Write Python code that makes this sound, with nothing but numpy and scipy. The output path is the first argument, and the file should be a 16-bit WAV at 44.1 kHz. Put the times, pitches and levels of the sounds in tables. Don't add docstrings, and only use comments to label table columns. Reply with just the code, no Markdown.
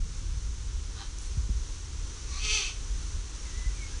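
import sys
import numpy as np
from scipy import signal
from scipy.fft import rfft, irfft, next_fast_len
from scipy.io import wavfile
from scipy.ndimage import map_coordinates

SR = 44100
rng = np.random.default_rng(int(sys.argv[2]) if len(sys.argv) > 2 else 0)


def materialize(psi):
    bounded = np.clip(np.atleast_2d(psi).T, -1, 1)
    quanta = np.round(bounded * 32767).astype(np.int16)
    wavfile.write(sys.argv[1], SR, quanta)


N = 176400

# f/Hz, gain/dB
HISS_EQ = [(120, -31), (200, -1.5), (225, -4), (303, 0), (357, -2.5), (429, -3), (550, -9.5), (660, -15.5),
           (982, -7.5), (1070, -8), (1460, -8), (1670, -10.5), (2250, -11), (4220, -7.5), (4900, -9),
           (6080, -1), (7660, -10.5), (9510, -15.5), (10500, -23), (13600, -46), (22000, -120)]
RUMBLE_EQ = [(10, -22), (22, -3.5), (45, -0.5), (70, -7.5), (100, -16.5), (160, -28), (250, -42),
             (500, -76.5)]
# t/s, level/dB
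HISS_RIDE = [(0, -49), (1, -48.5), (2, -47.5), (3, -46), (3.5, -46), (4, -46)]
RUMBLE_RIDE = [(0, -29.5), (.6, -33), (1.2, -34.5), (2, -34.5), (2.8, -35), (3.3, -34.5), (4, -35.5)]
# t/s, f/Hz, level/dB
WHISTLE_NOTES = [
    [(3.42, 2400, -68), (3.45, 2180, -57), (3.5, 1900, -60), (3.55, 1970, -52), (3.6, 2010, -54),
     (3.675, 1985, -52), (3.69, 1950, -72)],
    [(3.74, 2380, -68), (3.785, 2320, -54), (3.818, 2240, -45), (3.855, 2150, -54), (3.89, 2170, -66)],
    [(3.89, 1560, -66), (3.925, 1600, -56), (3.955, 1650, -53), (3.98, 1650, -68)],
]
# f/Hz, t60/s
WOODS_DECAY = [(200, .2), (2500, 0.26), (10000, 0.11)]
AVIARY_DECAY = [(200, 0.41), (2500, 0.31), (10000, 0.099)]
# t/s, level/dB, starting f/Hz, t60/s
MIC_BUMPS = [(.055, -32.5, 198, 0.15), (1.371, -20.5, 143, 0.59), (1.492, -22.5, 280, 0.033),
             (1.5, -16, 72.5, 0.086), (2.901, -21.5, 54, 0.3), (3.66, -16, 63, 0.12)]
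# t/s, level/dB
WIRE_TICKS = [(1.186, -29)]
RUSTLE_RIDE = [(1.18, -61), (1.21, -50.5), (1.255, -52), (1.31, -64)]
# f/Hz, gain/dB
TICK_EQ = [(1000, -20), (4500, -14), (6000, 0), (7500, -7), (10500, -8)]
RUSTLE_EQ = [(2000, -15), (5000, -8), (6500, 2), (8500, -7), (10500, -4.5)]
# t/s, level/dB
CROAK_EFFORT = [(.94, -61), (.985, -47), (1.025, -46.5), (1.06, -73)]
SQUAWK_EFFORT = [(2.22, -66), (2.3, -49), (2.37, -41.5), (2.41, -40), (2.45, -34), (2.52, -30.5),
                 (2.585, -30), (2.635, -34.5), (2.7, -41), (2.735, -55.5), (2.78, -62)]
# t/s, f/Hz
SQUAWK_PITCH = [(2.25, 368), (2.34, 376), (2.38, 390), (2.42, 436), (2.465, 422), (2.51, 425), (2.538, 441),
                (2.572, 423), (2.6, 398), (2.635, 376), (2.76, 362)]
# t/s, share of turbulent air/0-1
SQUAWK_RASP = [(2.3, .35), (2.435, .55), (2.49, .16), (2.56, .14), (2.61, .42), (2.72, .42)]
# f/Hz, gain/dB
CROAK_EQ = [(300, -22), (600, -13), (850, -1), (1150, -0.5), (1600, -1), (2200, -12), (2900, -12),
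            (3200, 7), (3450, -7), (4000, 2.5), (4500, -5), (5500, -4), (7000, -20), (10000, -36)]
BREATH_EQ = [(400, -13), (1200, -1), (2400, -1), (7000, -0.5)]
BEAK_SHUT_EQ = [(300, -26), (700, -20), (1000, -3), (1180, -0.5), (1600, -14), (2200, -4), (2550, -2.5),
                (3200, -20), (3700, 0), (4300, 3), (5100, -7), (5900, 4.5), (7200, -8), (10000, -20.5)]
BEAK_OPEN_EQ = [(200, -22.5), (420, -13), (630, -24), (860, -14), (1250, -15.5), (1850, -18), (2120, -7.5),
                (3400, -4.5), (3900, -7.5), (5100, -7.5), (6400, -2.5), (7100, -10.5), (7900, -11),
                (8600, -20.5), (9600, -15.5), (11000, -46.5)]
# f/Hz, width/Hz, boost/dB
THROAT_FORMANTS = [(1270, 170, 6), (2550, 270, 11), (3230, 360, 8), (4500, 380, 10), (5980, 380, 8)]


def amp(db):
    return 10 ** (np.asarray(db) / 20)


def unit(x):
    return x / np.sqrt(np.mean(x ** 2) + 1e-20)


def along(points, hz):
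    f, values = np.transpose(points)
    return np.interp(np.log(hz + 1), np.log(f + 1), values)


def curve(rows, column=1):
    rows = np.array(rows)
    return np.interp(np.arange(N) / SR, rows[:, 0], rows[:, column])


def envelope(rows, column=1):
    t = np.arange(N) / SR
    return amp(curve(rows, column)) * (t > rows[0][0]) * (t < rows[-1][0])


def wobble(rate):
    points = rng.standard_normal(int(N * rate / SR) + 4)
    return map_coordinates(points, [np.arange(N) * rate / SR])


def filtered(x, response):
    size = next_fast_len(N + SR // 2)
    return irfft(rfft(x, size) * response(np.fft.rfftfreq(size, 1 / SR)), size)[:N]


def eq(x, points, peaks=(), size=4096):
    f = np.fft.rfftfreq(size, 1 / SR)
    peaks_db = sum(boost / (1 + (2 * (f - hz) / width) ** 2) for hz, width, boost in peaks)
    cepstrum = irfft(np.log(amp(along(points, f) + peaks_db)))
    cepstrum[1:size // 2] *= 2
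    cepstrum[size // 2 + 1:] = 0
    return signal.fftconvolve(x, irfft(np.exp(rfft(cepstrum))))[:N]


def reverb(x, decay):
    hz, t, noise = signal.stft(rng.standard_normal(SR // 2), SR, nperseg=256)
    fall_db = -60 * t / along(decay, hz)[:, None]
    tail = signal.istft(noise * amp(fall_db), SR, nperseg=256)[1]
    return signal.fftconvolve(x, tail / np.linalg.norm(tail))[:N]


def outdoor_bed(lumps_db=1.5, drift_db=.53):
    hiss = unit(filtered(rng.standard_normal(N), lambda hz: amp(along(HISS_EQ, hz))))
    rumble = filtered(rng.standard_normal(N), lambda hz: amp(along(RUMBLE_EQ, hz)))
    rumble = unit(rumble * amp(lumps_db * wobble(6.996)))
    return hiss * amp(curve(HISS_RIDE) + drift_db * wobble(8)) + rumble * amp(curve(RUMBLE_RIDE))


def distant_bird(waver=.016, wet_db=-4):
    song = np.zeros(N)
    for note in WHISTLE_NOTES:
        pitch = curve(note) * (1 + waver * wobble(150))
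        song += envelope(note, column=2) * np.sin(2 * np.pi * np.cumsum(pitch) / SR)
    return song + amp(wet_db) * reverb(song, WOODS_DECAY)


def mic_bumps(rest_hz=45.4, sag_s=.014, attack_s=.0043):
    thumps = np.zeros(N)
    for start, db, hz, t60 in MIC_BUMPS:
        t = np.arange(N - round(start * SR)) / SR
        pitch = rest_hz + (hz - rest_hz) * np.exp(-t / sag_s)
        gain = amp(db - 60 * t / t60) * (1 - np.exp(-t / attack_s))
        thumps[-len(t):] += gain * np.sin(2 * np.pi * np.cumsum(pitch) / SR)
    return thumps


def wire_tick(t60_s=.008):
    gain = np.zeros(N)
    for start, db in WIRE_TICKS:
        t = np.arange(N - round(start * SR)) / SR
        gain[-len(t):] += amp(db - 60 * t / t60_s)
    return gain * unit(eq(rng.standard_normal(N), TICK_EQ))


def feather_rustle(flutter_db=1.7):
    brush = unit(eq(rng.standard_normal(N), RUSTLE_EQ))
    return envelope(RUSTLE_RIDE) * brush * amp(flutter_db * wobble(150))


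def early_reflections(x, count=40, spread_s=.012, depth_db=-4):
    delays = (SR * spread_s * rng.random(count)).astype(int)
    taps = np.bincount(delays, rng.choice([-1, 1], count)) / np.sqrt(count)
    size = next_fast_len(N + SR // 2)
    phase = np.angle(1 + amp(depth_db) * rfft(taps, size))
    return irfft(rfft(x, size) * np.exp(1j * phase), size)[:N]


def voice_pulses(cycles, limp_s, jitter_s, scatter_db):
    k = np.arange(1, int(cycles[-1]))
    timing, strength = rng.standard_normal((len(k), 2)).T
    centres = np.interp(k, cycles, np.arange(N)) + SR * (limp_s * (-1) ** k + jitter_s * timing)
    taps = np.floor(centres).astype(int)[:, None] + np.arange(-7, 9)
    offset = taps - centres[:, None]
    clicks = np.sinc(offset) * np.cos(np.pi * offset / 16) ** 2
    clicks *= amp(scatter_db * strength[:, None])
    return unit(np.bincount(np.clip(taps, 0, N - 1).ravel(), clicks.ravel(), N))


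def macaw_croak(pitch_hz=112.4, waver=.073, breath_gain=.93):
    cycles = np.cumsum(pitch_hz * (1 + waver * wobble(40))) / SR
    rattle = voice_pulses(cycles, limp_s=0, jitter_s=.000562, scatter_db=3)
    source = rattle + breath_gain * rng.standard_normal(N)
    return envelope(CROAK_EFFORT) * unit(eq(source, CROAK_EQ))


def macaw_squawk(waver=.04, flutter_db=.4, open_at_s=2.375, open_takes_s=.043):
    rasp = curve(SQUAWK_RASP)
    cycles = np.cumsum(curve(SQUAWK_PITCH) * (1 + waver * rasp * wobble(130))) / SR
    puffs = rng.standard_normal(N) * (1 + .56 * np.cos(2 * np.pi * cycles))
    breath = unit(eq(puffs, BREATH_EQ))
    buzz = voice_pulses(cycles, limp_s=.000034, jitter_s=.000016, scatter_db=1.6)
    source = np.sqrt(1 - rasp) * buzz + np.sqrt(rasp) * breath
    source *= amp(flutter_db * wobble(140))
    beak_shut = unit(eq(source, BEAK_SHUT_EQ))
    beak_open = unit(eq(source, BEAK_OPEN_EQ, THROAT_FORMANTS))
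    gape = np.clip((np.arange(N) / SR - open_at_s) / open_takes_s, 0, 1)
    return envelope(SQUAWK_EFFORT) * ((1 - gape) * beak_shut + gape * beak_open)


def scene(aviary_wet_db=-5):
    cage = early_reflections(macaw_squawk()) + macaw_croak() + wire_tick() + feather_rustle()
    cage += amp(aviary_wet_db) * reverb(cage, AVIARY_DECAY)
    return (cage + distant_bird() + mic_bumps() + outdoor_bed())[None]


def record(dry, fade_s=.004, high_cut_hz=10500):
    t = np.arange(N) / SR
    fade = np.clip(np.minimum(t, t[::-1]) / fade_s, 0, 1)
    return filtered(dry[0] * fade, lambda hz: hz < high_cut_hz)[None]


dry = scene()
out = record(dry)
materialize(out)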